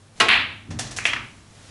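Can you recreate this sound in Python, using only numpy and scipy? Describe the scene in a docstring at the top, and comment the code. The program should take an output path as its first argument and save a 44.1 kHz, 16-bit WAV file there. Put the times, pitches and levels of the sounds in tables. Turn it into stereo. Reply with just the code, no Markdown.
"""A snooker shot in a quiet hall, over a low hum and a faint hiss. The cue cracks against the white ball
and its shaft rings. The white clacks into the black, which rumbles over the slate, thuds into a corner
pocket, rattles down the rail below and knocks against the balls lying there.
Every blow dies away in the hall, and the hiss swells at the end."""
import sys
import numpy as np
from scipy import signal
from scipy.fft import rfft, irfft
from scipy.io import wavfile
from scipy.ndimage import uniform_filter1d, minimum_filter1d

SR = 44100
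rng = np.random.default_rng(int(sys.argv[2]) if len(sys.argv) > 2 else 0)


def log_audio(samples):
    """Write samples as a 16-bit WAV file to the path given in sys.argv[1]."""
    # one column per channel
    frames = np.atleast_2d(samples).T
    # limit to full scale, then quantise
    limited = np.clip(frames, -1, 1)
    pcm = np.round(limited * 32767).astype(np.int16)
    wavfile.write(sys.argv[1], SR, pcm)


N = 74970
T = np.arange(N) / SR
# A "colour" lists how strong each frequency is. A "t60" is the time a sound takes to fade by 60 dB.
BALL_SCATTER_RISE_S, BALL_SCATTER_T60_S = 0.00083, 0.035   # reflections close by when ball hits ball


def from_db(db):
    """Turn decibels into a factor to multiply by."""
    return 10 ** (np.asarray(db) / 20)


def rms_one(x):
    """Scale a sound so that its average power is 1."""
    return x / np.sqrt(np.mean(x ** 2) + 1e-20)


def at_hz(points, hz):
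    """Read between the rows of a frequency table, giving each octave equal room."""
    f, value = np.transpose(points)
    return np.interp(np.log(np.maximum(hz, 1)), np.log(f), value)


def level(points):
    """A volume curve through rows of t/s, level/dB."""
    return from_db(np.interp(T, *np.transpose(points)))


def tilted(colour, db_per_octave, pivot_hz=4000):
    """The same colour, made brighter (plus) or darker (minus)."""
    return [(hz, db + db_per_octave * np.log2(hz / pivot_hz)) for hz, db in colour]


def delay(x, s):
    """The same sound, s seconds later."""
    lag = int(np.clip(round(s * SR), 0, N - 1))
    return np.concatenate([np.zeros(x.shape[:-1] + (lag,)), x[..., :N - lag]], axis=-1)


def through(x, response):
    """Give a mono sound a stereo pattern of reflections."""
    return signal.fftconvolve(x[None], response, axes=1)[:, :N]


def pulse(colour, size=2048):
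    """The shortest click that has this colour, with a peak of 1."""
    hz = np.arange(size // 2 + 1) * SR / size
    cepstrum = irfft(np.log(from_db(at_hz(colour, hz))))
    # folding the second half onto the first packs the energy at the start of the click
    cepstrum[1:size // 2] *= 2
    cepstrum[size // 2 + 1:] = 0
    shape = irfft(np.exp(rfft(cepstrum)))
    return np.pad(shape / np.abs(shape).max(), (0, N - size))


def noise(colour=None):
    """Stereo noise of power 1, nearly the same on the left and right."""
    # stereo width, the opposite (side) part against the shared (mid) part: f/Hz, level/dB
    width = [(60, -16), (250, -21), (600, -15), (1200, -16.5), (2300, -20.5), (5000, -15), (10000, -10.5)]
    hz = np.arange(N // 2 + 1) * SR / N
    mid, side = rfft(rng.standard_normal((2, N)))
    side = side * from_db(at_hz(width, hz))
    gain = 1 if colour is None else from_db(at_hz(colour, hz))
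    return rms_one(irfft(np.array([mid + side, mid - side]) * gain, N))


def swell_and_die(rise_s, t60):
    """A volume curve that rises quickly, then fades away."""
    rise = 1 - np.exp(-T / max(rise_s, 1e-5))
    return rise * np.exp(-np.minimum(np.log(1000) * T / t60, 40))


def ring(tones, rise_s):
    """A struck object rings with fading tones; every second one starts the other way round."""
    return sum((-1) ** k * from_db(db) * np.sin(2 * np.pi * hz * T) * swell_and_die(rise_s, t60)
               for k, (hz, db, t60) in enumerate(tones))


def scatter(rise_s, t60):
    """Many quick reflections off the table blur into a short burst, with energy 1."""
    return rms_one(noise() * swell_and_die(rise_s, t60)) / np.sqrt(N)


def hall(rise_s=0.006, t60_share=1, bands=10):
    """The hall's lingering echo, with energy 1; low notes last longer than high ones."""
    # how long the hall rings: f/Hz, t60/s
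    fade_times = [(100, 0.66), (300, 0.54), (700, 0.55), (1400, 0.46), (2500, .48), (4500, 0.47),
                  (7000, 0.34), (11000, 0.28)]
    hz, centres = np.arange(N // 2 + 1) * SR / N, np.geomspace(100, 11000, bands)
    spectrum, out = rfft(noise()), 0
    for centre, share in zip(centres, np.eye(bands)):
        band = irfft(spectrum * at_hz(np.transpose([centres, share]), hz), N)
        out = out + band * swell_and_die(rise_s, t60_share * at_hz(fade_times, centre))
    return rms_one(out) / np.sqrt(N)


def background():
    """Steady room air, and a faint hiss that swells just before the stroke and again near the end."""
    # colour of the room air: f/Hz, level/dB
    air_colour = [(25, -25), (54, -15), (70, -14), (100, 0.5), (125, -2.5), (330, -13.5), (500, -15),
                  (1300, -18.5), (1700, -21.5), (11000, -28.5)]
    # volume of the hiss: t/s, level/dB
    hiss_levels = [(0, -62), (0.12, -70), (0.18, -47), (0.3, -55), (0.65, -68), (1.25, -52), (1.45, -56),
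                   (1.58, -50.5), (1.7, -47)]
    # colour of the hiss: f/Hz, level/dB
    hiss_colour = [(100, 12), (400, 2), (1000, 1.5), (3000, -1), (6500, -2), (11000, -9)]
    return from_db(-53) * noise(air_colour) + level(hiss_levels) * noise(hiss_colour)


def hum(hz=100.3):
    """One faint, low, steady tone."""
    return from_db(-51) * np.sin(2 * np.pi * hz * T)


def roll():
    """The balls rumble as they roll over the slate."""
    # volume of the rumble: t/s, level/dB
    rumble_levels = [(0, -68), (0.19, -57.5), (0.23, -40.5), (0.29, -46), (0.38, -40), (0.55, -47),
                     (0.65, -51), (0.75, -39), (0.95, -44), (1.17, -42.5), (1.35, -51.5), (1.7, -64)]
    # colour of the rumble: f/Hz, level/dB
    rumble_colour = [(25, -30), (52, 2.5), (72, -3), (100, 6), (150, -8.5), (220, -2), (320, -7.5),
                     (500, -24), (1200, -21), (4000, -49)]
    return level(rumble_levels) * noise(rumble_colour)


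def thuds():
    """The ball bumps the pocket's jaws and leather, which sets the table's frame booming."""
    # the soft bumps: t/s, level/dB
    bumps = [(0.682, -31), (0.693, -29), (0.706, -31), (0.752, -27), (0.846, -36), (1.13, -35)]
    # ringing tones of the frame: f/Hz, level/dB, t60/s
    frame_tones = [(86.3, -3.5, 0.14), (100.5, -2.5, .16), (127.4, -8, 0.54), (170, -7, 0.14),
                   (203, -10.5, 0.14), (239, -8.5, 0.21), (304, -14, 0.19), (416, -19, 0.19)]
    boom = ring(frame_tones, rise_s=0.003)
    blows = sum(from_db(db) * delay(boom, s) for s, db in bumps)
    return blows + from_db(-12.5) * through(blows, hall())


def rattles():
    """The ball hits the pocket's fittings: bright snaps, heard mostly as reflections, and a faint ring."""
    # hits on the pocket's frame and rail: t/s, level/dB, treble tilt/(dB per octave)
    hits = [(0.7059, -16, -3.5), (0.7489, -37, -12.5), (0.7897, -2.5, 0), (0.865, -16, -2),
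            (0.9098, -13, 0), (0.9644, -8, 2), (1.0381, -19, -0.5), (1.055, -12, 1), (1.0623, -10.5, 1.5)]
    # colour of a snap before its tilt: f/Hz, level/dB
    snap_colour = [(88, -36), (150, -4), (231, -5), (1120, -6), (1340, -8.5), (1760, -2), (2220, -7.5),
                   (3610, -5), (5080, -5), (5560, -0.5), (11000, -12.5), (14300, -51), (22000, -120)]
    # ringing tones of the pocket's frame and rail: f/Hz, level/dB against the snap, t60/s
    rail_tones = [(689, -35.5, 0.17), (753, -35, 0.14), (1780, -40, .17), (3470, -32.5, 0.13),
                  (5630, -44, 0.11), (6650, -36, .16)]
    rail = ring(rail_tones, rise_s=0.0029)
    out, tail = 0, from_db(-2) * hall()
    for s, db, tilt_db in hits:
        snap = pulse(tilted(snap_colour, tilt_db))
        reflected = through(snap, scatter(rise_s=0.002, t60=0.11) + tail)
        out = out + from_db(db) * delay(from_db(-12) * snap + reflected + rail, s)
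    return out


def knocks(colour_pitch_hz=2500):
    """The potted ball knocks against the balls waiting on the rail."""
    # the knocks: t/s, peak level/dB, pitch/Hz, scatter/dB and hall/dB against the click
    hits = [(0.9871, -11.5, 1960, -4, -1.5), (1.054, 0, 2410, -0.5, 0), (1.1334, -14.5, 1560, 3, 1),
            (1.1344, -10.5, 2460, 2.5, -1.5), (1.1631, -17, 1910, 5, 1)]
    # colour of a knock whose pitch is colour_pitch_hz: f/Hz, level/dB
    knock_colour = [(80, -44), (250, -28.5), (550, -15), (1050, -15), (1550, -8.5), (2100, -2),
                    (2900, -1.5), (3400, -5), (4000, -18.5), (6000, -21.5), (11000, -39)]
    out, tail = 0, hall(t60_share=0.86)   # under the table the hall's echo is shorter
    for s, db, hz, near_db, hall_db in hits:
        shifted_colour = [(f * hz / colour_pitch_hz, band_db) for f, band_db in knock_colour]
        click = from_db(db) * pulse(shifted_colour)
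        near = from_db(near_db) * scatter(BALL_SCATTER_RISE_S, BALL_SCATTER_T60_S)
        reflected = through(click, near + from_db(hall_db) * tail)
        out = out + delay(click + reflected, s)
    return out


def cue(start_s=0.2003, rise_cycles=4.7):
    """The chalked tip hits the white with a crack and a bright snap, and the shaft rings on."""
    # colour of the crack: f/Hz, level/dB
    crack_colour = [(60, -50), (150, -28), (250, -17), (420, -12.5), (560, -19.5), (750, -14.5),
                    (1200, -13.5), (2000, -10), (2900, -11), (4200, -15.5), (6000, -22.5), (11000, -32.5)]
    # colour of the tip's snap: f/Hz, level/dB
    snap_colour = [(200, -15), (1000, -8), (3500, -5), (6000, -2), (11000, -7)]
    # ringing tones of the shaft: f/Hz, level/dB, t60/s
    shaft_tones = [(396, -20, 0.16), (457, -25.5, 0.32), (673.4, -24, 0.47), (862, -28, 0.54),
                   (1085, -15.5, 0.25), (1309, -16, 0.21), (1600, -21, 0.21), (1930, -15, 0.16),
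                   (2130, -34, 0.18), (2470, -19, 0.27), (2550, -26, 0.28), (2865, -4, 0.062),
                   (3310, -34, 0.13), (3540, -18, 0.12), (3990, -29, 0.26)]
    crack = pulse(crack_colour)
    near = from_db(-21.5) * crack + through(crack, scatter(rise_s=0.0041, t60=0.1))
    dark_crack = pulse(tilted(crack_colour, db_per_octave=-1.5))
    far = from_db(-3.5) * through(dark_crack, hall())
    snap = from_db(-4) * through(pulse(snap_colour), scatter(rise_s=0.00054, t60=0.036))
    # low tones take longer to build up
    shaft = sum((-1) ** k * ring([tone], rise_cycles / tone[0]) for k, tone in enumerate(shaft_tones))
    return delay(from_db(8.5) * (snap + near + far) + delay(shaft, 0.003), start_s)


def clack(start_s=0.2853, echo_cutoff_hz=4500):
    """The white hits the black: a hard click, a thin tick, a few duller echoes, then the hall."""
    # colour of the two balls meeting: f/Hz, level/dB
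    click_colour = [(60, -41), (200, -19), (400, -23.5), (700, -18), (1000, -10), (1600, -4.5), (2400, 0.5),
                    (3200, -4), (4300, -12), (5600, -30.5), (8000, -33), (11000, -33.5)]
    # colour of the bright tick just after: f/Hz, level/dB
    tick_colour = [(500, -35), (4000, -18), (7500, -1), (10500, -1)]
    # echoes off the lamp, ceiling and walls: delay/s, level/dB
    bounces = [(.0081, 5), (.0178, -2), (.0186, 5), (.0319, 1)]
    click = from_db(-0.5) * pulse(click_colour)
    tick = from_db(-7.5) * delay(pulse(tick_colour), 0.0023)
    dull_click = signal.sosfilt(signal.butter(2, echo_cutoff_hz, fs=SR, output="sos"), click)
    echoes = sum(from_db(db) * delay(dull_click, lag) for lag, db in bounces)
    near = from_db(4.5) * scatter(BALL_SCATTER_RISE_S, BALL_SCATTER_T60_S)
    far = from_db(10.5) * hall(rise_s=0.021)
    reflected = delay(through(click, near + far), 0.003)   # a short gap before the first reflections
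    return delay(click + tick + echoes + reflected, start_s)


def scene():
    """The whole shot over the sound of the room; the bass leans to the left."""
    bass = (thuds() + roll() + hum()) * from_db([[1.8], [-1.8]])
    return cue() + clack() + knocks() + rattles() + background() + bass


def record(dry):
    """A fast limiter turns the loudest peaks down, then a filter cuts the highest treble."""
    ceiling, limiter_s, cutoff_hz = 0.82, 0.002, 11050
    span = int(limiter_s * SR)
    needed_gain = np.minimum(1, ceiling / (np.abs(dry).max(axis=0) + 1e-9))
    smooth_gain = uniform_filter1d(minimum_filter1d(needed_gain, span), span)
    treble_cut = signal.ellip(10, .2, 75, cutoff_hz, fs=SR, output="sos")
    return signal.sosfilt(treble_cut, smooth_gain * dry)


dry = scene()
out = record(dry)
log_audio(out)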